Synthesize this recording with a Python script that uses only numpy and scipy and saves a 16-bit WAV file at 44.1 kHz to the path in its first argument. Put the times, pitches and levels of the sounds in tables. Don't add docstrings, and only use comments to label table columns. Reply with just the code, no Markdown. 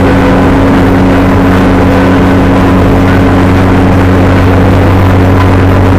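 import sys
import numpy as np
from scipy import signal
from scipy.io import wavfile

SR = 44100
rng = np.random.default_rng(int(sys.argv[2]) if len(sys.argv) > 2 else 0)


def output_pcm(signal):
    pcm = np.clip(np.atleast_2d(signal).T, -1, 1) * 32767
    wavfile.write(sys.argv[1], SR, np.round(pcm).astype(np.int16))


N = 263718


def diesel():
    firing_hz, octave_lag_rad = 93.8, 2.5
    crank = turning(firing_hz * speed(), wobble_rad=0.12)
    first = tone(crank, -15.5 + 8.5 * boom(), flutter_db=0.35)
    octave = tone(2 * crank - octave_lag_rad, -13.5 - 2 * boom(), flutter_db=1.2)
    return first + octave


def speed():
    turn_s, first_ease_s, ease_s, run_ahead = 2.08, 1.25, 0.13, 0.0045
    time_s = np.arange(N) / SR
    from_ease_s = (time_s - first_ease_s + turn_s / 2) % turn_s - turn_s / 2
    return 1 + run_ahead * np.exp(-0.5 * (from_ease_s / ease_s) ** 2)


# start_s, share (0 to 1)
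BOOM_DEPTH = [(0, 0.1), (1.2, 0.17), (2.2, 0.22), (3.0, 0.37), (4.0, 0.63), (4.6, 0.84), (5.2, 1),
              (5.98, 0.97)]


def boom():
    return in_time(BOOM_DEPTH)[0]


def rotor(pitch_hz, level_db, boom_gain_db, wobble_rad):
    angle = turning(pitch_hz * speed(), wobble_rad)
    return tone(angle, level_db + boom_gain_db * boom(), flutter_db=0.82)


def fan():
    return rotor(273.3, -11.5, -1.04, wobble_rad=0.17)


def rotary_head():
    return rotor(42.64, -19.5, 1.5, wobble_rad=0.033)


def gears():
    return rotor(438.2, -24, 1, wobble_rad=0.17)


# middle_s, half_width_s, level_db (rms)
WHINE_FIRST = [(.13, 0.13, -18.5), (.8, 0.23, -21), (2.0, 0.19, -19.5), (2.7, 0.15, -20), (4.0, 0.071, -23),
               (4.55, 0.19, -18.5), (5.6, 0.58, -28)]
WHINE_SECOND = [(.4, 0.15, -27), (1.3, 0.1, -23.5), (2.0, 0.19, -27), (2.65, 0.1, -24.5), (3.5, 0.33, -29),
                (5.0, 0.093, -21.5), (5.45, 0.091, -22.5), (5.75, 0.06, -23)]
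WHINE_THIRD = [(.2, 0.18, -26.5), (.8, .12, -29.5), (1.2, 0.05, -34), (1.6, 0.084, -26.5), (2.2, 0.23, -26),
               (3.15, 0.086, -26.5), (3.6, 0.071, -30), (4.4, 0.21, -27.5)]
# multiple (of the piston pitch), level_db (rms)
WHINE_UPPER = [(4, -41), (5, -41), (6, -57)]


def pump():
    piston_hz, floor_db = 501.7, -40.5
    shaft = turning(piston_hz * speed(), wobble_rad=0.11)
    levels_db = [swells(rows, floor_db) for rows in (WHINE_FIRST, WHINE_SECOND, WHINE_THIRD)]
    levels_db += [level_db for multiple, level_db in WHINE_UPPER]
    return sum(tone((k + 1) * shaft, level_db, flutter_db=2.5) for k, level_db in enumerate(levels_db))


# pitch_hz, level_db (per Hz)
RUMBLE_COLOUR = [(25, -9.5), (60, -1.5), (130, -1.5), (250, -2.5), (420, -4), (700, -11.5), (1200, -33.5)]


def rumble():
    return from_db(-13.5 + 0.4 * boom()) * banded_noise(RUMBLE_COLOUR, patchy_db=1.75)


# pitch_hz, level_db (per Hz)
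GRIND_COLOUR = [(300, -15), (600, 1.5), (1000, -1.5), (1500, -5), (2200, -11.5), (3200, -34), (5000, -30.5),
                (8000, -35.5), (11000, -36.5)]
# middle_s, half_width_s, level_db (rms)
GRIND_SWELLS = [(.03, .05, -27), (.17, 0.037, -27.5), (.78, 0.046, -20.5), (1.55, .06, -21.5),
                (2.6, 0.035, -24), (2.92, .04, -23), (3.1, 0.022, -20), (3.2, .03, -21), (3.4, 0.049, -23.5),
                (3.62, .06, -24), (4.0, 0.063, -24.5), (4.38, .07, -22), (4.7, 0.038, -27), (5.1, 0.044, -26),
                (5.9, 0.044, -23)]


def grind():
    level_db = swells(GRIND_SWELLS, floor_db=-21) + 1.6 * boom()
    return from_db(level_db) * banded_noise(GRIND_COLOUR, patchy_db=0.86)


# start_s, pitch_hz, peak_db, fade_s (time to fall 60
# dB)
KNOCKS = [
    (3.08, 1450, -8.5, 0.15),
    (6, 1400, 5.5, 0.049),
    (3.1, 1000, -13, .06),
    (5.4, 1000, 0, 0.077),
    (2.9, 130, -8.5, 0.4),
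]


def knocks():
    out, rise_s = np.zeros(N), 0.007
    for start_s, pitch_hz, peak_db, fade_s in KNOCKS:
        t = np.maximum(np.arange(N) / SR - start_s, 0)
        fade = from_db(peak_db - 60 * t / fade_s)
        swell = 1 - np.exp(-t / rise_s)
        out += fade * swell * np.sin(2 * np.pi * pitch_hz * t)
    return out


# pitch_hz, level_db (per Hz)
AIR_COLOUR = [(8000, -17), (11000, -8), (13500, -3), (15500, 1), (17500, -10)]
# middle_s, half_width_s, level_db (rms)
AIR_PUFFS = [(.88, .08, -46), (1.25, .06, -46), (1.53, .04, -43), (1.93, .04, -46), (2.7, .1, -50),
             (2.92, .05, -46), (3.13, .06, -47), (4.1, .1, -49), (4.47, .05, -45), (4.75, .08, -45),
             (4.93, 0.041, -44), (5.04, .035, -40), (5.3, .06, -44), (5.46, .03, -44), (5.72, .03, -44),
             (5.9, 0.035, -47)]


def air():
    return from_db(swells(AIR_PUFFS, floor_db=-49.5)) * banded_noise(AIR_COLOUR, patchy_db=1.2)


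def from_db(db):
    return 10 ** (np.asarray(db) / 20)


def rms_one(x):
    return x / np.sqrt(np.mean(x ** 2) + 1e-20)


def in_time(rows):
    start_s, *columns = np.transpose(rows)
    return [np.interp(np.arange(N) / SR, start_s, column) for column in columns]


def swells(rows, floor_db):
    t = np.arange(N) / SR
    power = from_db(2 * floor_db)
    for middle_s, half_width_s, level_db in rows:
        power = power + from_db(2 * level_db) * np.exp(-0.5 * ((t - middle_s) / half_width_s) ** 2)
    return 10 * np.log10(power)


def drift(rate_hz):
    r = np.exp(-80 * np.pi * rate_hz / SR)
    white = rng.standard_normal(N // 40 + 2002)
    slow = signal.lfilter([1], [1, -2 * r, r * r], white)[2000:]
    return np.interp(np.arange(N) / 40, np.arange(len(slow)), rms_one(slow))


def turning(pitch_hz, wobble_rad):
    return 2 * np.pi * np.cumsum(pitch_hz) / SR + wobble_rad * drift(8.2)


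def tone(angle, level_db, flutter_db):
    strength = np.sqrt(2) * from_db(level_db + flutter_db * drift(11.3))
    return strength * np.sin(angle)


def banded_noise(colour, patchy_db):
    pitch_hz, colour_db = np.transpose(colour)
    count = round(2 * np.log2(pitch_hz[-1] / pitch_hz[0])) + 1
    edges = np.geomspace(pitch_hz[0], min(pitch_hz[-1], 0.45 * SR), count + 1)
    together, white = drift(9.9), rng.standard_normal((2, N))
    out = np.zeros(N)
    for k, (low, high) in enumerate(zip(edges, edges[1:])):
        band_filter = signal.butter(2, [low, high], "band", fs=SR, output="sos")
        band = signal.sosfilt(band_filter, white[k % 2])
        level_db = np.interp(np.log(low * high) / 2, np.log(pitch_hz), colour_db)
        flicker_db = patchy_db * (0.94 * together + drift(9.2))
        out += from_db(level_db + flicker_db) * band
    return rms_one(out)


def scene():
    tones = diesel() + fan() + rotary_head() + gears() + pump()
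    noises = rumble() + grind() + knocks() + air()
    return (tones + noises)[None]


def overload(dry):
    drive_db, ceiling, bias, knee = 8.5, 0.71, -0.018, 16.5
    hot = (from_db(drive_db) * dry + bias) / ceiling
    return ceiling * hot / (1 + np.abs(hot) ** knee) ** (1 / knee)


# pitch_hz, level_db (per Hz)
ROUGH_COLOUR = [(40, -6), (150, 0), (500, -4), (1500, -12), (3000, -19), (6000, -31), (10000, -36),
                (16000, -38)]


def roughness():
    clean = 0.5 + 0.5 * np.tanh(4 * (drift(14.4) - 0.7 + 1.1 * boom()))
    level_db = -26 + 2.5 - 4 * boom() - 14 * clean
    return from_db(level_db) * banded_noise(ROUGH_COLOUR, patchy_db=2.5)


def trim_treble(x):
    shelf_hz, cut_hz = 15300, 15830
    top = signal.sosfiltfilt(signal.butter(40, shelf_hz, "high", fs=SR, output="sos"), x)
    shelved = x - 0.68 * top
    return signal.sosfiltfilt(signal.cheby2(24, 40, cut_hz, fs=SR, output="sos"), shelved)


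def low_pass(x):
    return signal.sosfilt(signal.butter(12, 16450, fs=SR, output="sos"), x)


def record(dry):
    limit = 0.708
    limited = np.clip(overload(dry) + roughness(), -limit, limit)
    finished = trim_treble(limited)
    return low_pass(finished)


dry = scene()
out = record(dry)
output_pcm(out)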